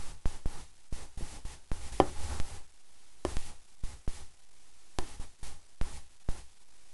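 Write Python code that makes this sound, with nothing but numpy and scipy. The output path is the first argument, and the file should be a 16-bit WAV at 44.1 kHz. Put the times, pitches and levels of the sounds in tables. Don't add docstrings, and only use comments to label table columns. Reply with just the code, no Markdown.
import sys
import numpy as np
from scipy import signal
from scipy.fft import rfft, irfft, next_fast_len
from scipy.io import wavfile
from scipy.ndimage import map_coordinates

SR = 44100
rng = np.random.default_rng(int(sys.argv[2]) if len(sys.argv) > 2 else 0)


def to_wav(s):
    ch = np.atleast_2d(s).T
    pcm = np.round(np.clip(ch, -1, 1) * 32767)
    wavfile.write(sys.argv[1], SR, pcm.astype(np.int16))


N = 305613

# [from t/s, to t/s]
NOISE_UP_SPANS = [(-.1, .112), (.2568, .36), (.4584, .612), (.926, 1.036), (1.174, 1.366), (1.451, 1.536),
                  (1.716, 1.882), (1.921, 2.566), (3.2506, 3.502), (3.837, 3.932), (4.078, 4.21),
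                  (4.987, 5.146), (5.198, 5.23), (5.429, 5.52), (5.813, 5.975), (6.288, 6.386)]
# [start t/s, peak t/s, end t/s, strength/dB]
PAW_SHUFFLES = [(-.1, 0.02, 0.13, 3.5), (1.897, 1.942, 1.96, 8), (2, 2.12, 2.1, 13),
                (2.132, 2.24, 2.33, 15), (2.22, 2.331, 2.44, 18), (2.437, 2.529, 2.68, 5.5),
                (3.227, 3.3, 3.37, 16.5), (4.05, 4.122, 2.3, 3.5), (5.176, 5.204, 5.15, 5)]
# [f/Hz, level/dB per Hz]
FAINT_SPECTRUM = [(15, -36.5), (25, 0), (32, -3.5), (59, -5), (101, -20.5), (420, -20.5), (466, -26.5),
                  (653, -23.5), (783, -18.5), (1180, -26), (7450, -23.5), (11000, -26)]
HISS_SPECTRUM = [(880, -50.5), (1500, -8.5), (1820, 2), (2300, 0), (3480, -0.5), (7070, -0.5), (9700, 0),
                 (11000, -1.5)]
HUM_SPECTRUM = [(120, -22.5), (200, -5), (400, -6.5), (650, -10.5), (760, -8), (840, -1), (930, -10),
                (1100, -9.5), (1500, -13.5), (2500, -28)]
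RUMBLE_SPECTRUM = [(12, 16.5), (30, 0.5), (70, -1.5), (100, -16), (150, -8.5), (300, -72.5)]
# [f/Hz, level/dB per Hz]
BOARD_SPECTRUM = [(25, -26.5), (45, -5), (68, 0.5), (90, -2.5), (130, -40.5)]
# [f/Hz, peak level/dB when up]
CAMERA_TONES = [(6002, -73), (10072, -68)]
# [t/s, crack level/dB, crack decay/ms, thud level/dB, thud rise/ms, thud swing f/Hz]
CRACK_THUD_EVENTS = [(.2568, -22.5, 0.14, -20, 1.6, 9.1), (.4584, -30, 0.25, -21.5, 0.77, 9),
                     (0.9263, -30.5, 0.69, -28.5, 5.3, 13.3), (1.1753, -45.5, 0.67, -40.5, 1.1, 25),
                     (1.225, -60, 0.19, -25, 2.1, 9.8), (1.4518, -38, 0.086, -34, 2.7, 22),
                     (1.7166, -23.5, 0.11, -23, 0.71, 8.5), (2.0014, -9, 0.18, -35, 1.7, 8),
                     (2.4004, -17, .031, -23, 0.82, 6.6), (3.2506, -14, 0.012, -40, 0.45, 11.4),
                     (3.369, -15.5, 0.022, -24, 0.64, 7.5), (3.8371, -41, 0.088, -28.5, 2.6, 12),
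                     (4.0779, -28, 0.2, -23, 1.06, 8.8), (4.9871, -9.5, 0.02, -27, .15, 6.4),
                     (5.198, -54, 0.33, -35, 3, 7.5), (5.432, -35.5, 0.061, -47.5, 3.3, 3.42),
                     (5.8132, -20, 0.078, -22, 1.15, 6.45), (6.2884, -24, 0.24, -22, 1.86, 8.4)]
# [t/s, contact level/dB, contact f/Hz, ring level/dB,
#   f/Hz damped at the struck spot, echo level/dB re the knock, slow pull level/dB]
KNOCK_EVENTS = [(1.2087, -33, 250, -54, 800, -14, -49), (1.217, -35, 181, -57, 800, -13, -50),
                (1.223, -44.5, 151.4, -47, 800, -16, -50), (2.0013, -11.5, 614, -7.5, 1380, -11, -28),
                (3.2505, -24.5, 628, -16, 790, -14, -29.5), (4.987, -46, 827, -23, 542, -8.5, -35.5)]
RING_HZ = [75, 150, 300, 363, 560, 767, 1012, 1253, 1770, 1980, 2875, 3070, 4500]
# [relative level/dB, t60/s]
RING_LEVEL_DECAY = [(-2, 0.13), (-8.5, 0.057), (-14.5, 0.08), (-1.5, 0.039), (-6.5, 0.022), (-6.5, 0.024),
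                    (-11, 0.0261), (-24.5, 0.011), (-13.5, 0.035), (-22, 0.019), (-19, 0.035), (-14, 0.024),
                    (-11.5, 0.0093)]
# [f/Hz, t60/s]
ROOM_DECAY = [(150, 0.3), (800, 0.17), (1800, 0.18), (3000, 0.13), (9000, 0.11)]
# [f/Hz, level/dB]
SMOOTHING_RESPONSE = [(9800, 0.5), (10500, -1), (11025, -4.5), (11600, -12.5), (12300, -36)]

HISS_DB, HUM_DB, RUMBLE_DB, BOOM_DB = -51.5, -56, -41, -55
HISS_GROWS, HUM_GROWS, RUMBLE_GROWS = 0.22, 0.44, 0.2924
LOWS_LINGER = 0.72
OFFSET = 0.0062
ROUND = 1.1
DAMPING = 2.37
SWELL, SHARP_MS = 2.55, 0.03
PULL_S = 0.077
STEP = 0.00138
TOP_HZ = 12330


def amp(db):
    return 10 ** (np.asarray(db) / 20)


def along(points, hz):
    f, value = np.transpose(points)
    return np.interp(np.log(hz + 1), np.log(f + 1), value)


def filtered(x, response):
    size = next_fast_len(N + SR)
    hz = np.fft.rfftfreq(size, 1 / SR)
    return irfft(rfft(x, size) * response(hz), size)[:N]


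def noise(spectrum):
    x = filtered(rng.standard_normal(N), lambda hz: amp(along(spectrum, hz)))
    return x / np.std(x)


def wobble(rate):
    knots = rng.standard_normal(int(N * rate / SR) + 4)
    return map_coordinates(knots, [np.arange(N) * rate / SR])


def add(track, s, sound):
    track[round(s * SR):][:len(sound)] += sound


def faint():
    return amp(-66) * noise(FAINT_SPECTRUM)


def noise_up():
    t = np.arange(N) / SR
    spans = []
    for start, end in NOISE_UP_SPANS:
        rise = 1 - np.exp(-np.maximum(t - start, 0) / 0.00051)
        fall = np.exp(-(np.maximum(t - end, 0) / 0.036) ** 0.97)
        spans.append(rise * fall)
    return np.max(spans, axis=0)


def paw_strength():
    t = np.arange(N) / SR
    swells = [np.interp(t, [start, peak, end], [0, db, 0]) for start, peak, end, db in PAW_SHUFFLES]
    return np.max(swells, axis=0)


def hiss(up, paws_db):
    flicker_db = 1.1 * wobble(25) + 0.76 * wobble(7.8)
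    return up * amp(HISS_DB + HISS_GROWS * paws_db + flicker_db) * noise(HISS_SPECTRUM)


def hum(up, paws_db):
    return up * amp(HUM_DB + HUM_GROWS * paws_db + 1.8 * wobble(16)) * noise(HUM_SPECTRUM)


def rumble(up, paws_db):
    level = amp(RUMBLE_DB + RUMBLE_GROWS * paws_db + 1.7 * wobble(30))
    return up ** LOWS_LINGER * level * noise(RUMBLE_SPECTRUM)


def whine(up):
    t = np.arange(N) / SR
    tones = sum(amp(db) * np.sin(2 * np.pi * hz * t) for hz, db in CAMERA_TONES)
    return np.maximum(up, 0.15) * tones


def boom(up, paws_db):
    level = amp(BOOM_DB + paws_db + 2.02 * wobble(20))
    return up ** LOWS_LINGER * level * noise(BOARD_SPECTRUM)


def baseline(up):
    def band(hz):
        creep = 1j * hz / (2.9 + 1j * hz)
        return creep / (1 + 1j * hz / 120)
    return OFFSET + 0.033 * filtered(up, band)


def cracks_and_thuds():
    track, t = np.zeros(N + SR), np.arange(SR // 2) / SR
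    lead = 0.002
    for s, crack_db, width_ms, thud_db, rise_ms, swing_hz in CRACK_THUD_EVENTS:
        crack = -amp(crack_db) * np.exp(-np.abs(t - lead) / (width_ms / 1000))
        since = np.maximum(t - lead, 0)
        turn = 2 * np.pi * swing_hz * since
        swell = SWELL * np.exp(-width_ms / SHARP_MS)
        swing = np.exp(-DAMPING * swing_hz * since) * (np.cos(turn) + swell * np.sin(turn))
        push = 1 - np.exp(-(since / (rise_ms / 1000)) ** ROUND)
        add(track, s - lead, crack + amp(thud_db) * push * swing)
    return track[:N]


def echo(x):
    hz, t, z = signal.stft(rng.standard_normal(SR // 2), SR, nperseg=256)
    decay = amp(-60 * t / along(ROOM_DECAY, hz)[:, None])
    tail = signal.istft(z * decay, SR, nperseg=256)[1]
    delayed = np.pad(x, (round(0.003 * SR), 0))
    return signal.fftconvolve(delayed, tail / np.linalg.norm(tail))[:SR]


def apart(hz, from_hz):
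    return hz / from_hz - from_hz / hz


def knock_ring(since, contact_hz, damped_hz):
    ring = np.zeros(len(since))
    scatters_db = rng.standard_normal(len(RING_LEVEL_DECAY))
    for hz, (level_db, t60), scatter_db in zip(RING_HZ, RING_LEVEL_DECAY, scatters_db):
        spot = np.tanh(3.1 * abs(apart(hz, damped_hz)) + 0.15)
        share = spot / np.hypot(1, apart(hz, contact_hz))
        decay = amp(level_db + scatter_db - 60 * since / t60)
        ring += share * decay * np.sin(2 * np.pi * hz * since)
    return ring


def knocks():
    track, t = np.zeros(N + SR), np.arange(SR // 4) / SR
    for s, contact_db, contact_hz, ring_db, damped_hz, echo_db, pull_db in KNOCK_EVENTS:
        contact = -np.sin(2 * np.pi * contact_hz * t) * (t < 0.5 / contact_hz)
        since = np.maximum(t - 0.3 / contact_hz, 0)
        ring = knock_ring(since, contact_hz, damped_hz)
        knock = amp(contact_db) * contact + amp(ring_db) * ring
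        pull = amp(pull_db) * (1 - np.exp(-t / 0.0028)) * np.exp(-t / PULL_S)
        add(track, s, knock - pull)
        add(track, s, amp(echo_db) * echo(knock))
    return track[:N]


def scene():
    up, paws_db = noise_up(), paw_strength()
    room = hiss(up, paws_db) + hum(up, paws_db) + rumble(up, paws_db) + whine(up)
    floor = boom(up, paws_db)
    return (faint() + room + floor + baseline(up) + cracks_and_thuds() + knocks())[None]


def record(dry):
    halved = filtered(dry[0], lambda hz: hz < SR / 4)[::2]
    steps = np.zeros(N)
    steps[::2] = 2 * STEP * np.round(halved / STEP)
    return filtered(steps, lambda hz: amp(along(SMOOTHING_RESPONSE, hz)) * (hz < TOP_HZ))[None]


dry = scene()
out = record(dry)
to_wav(out)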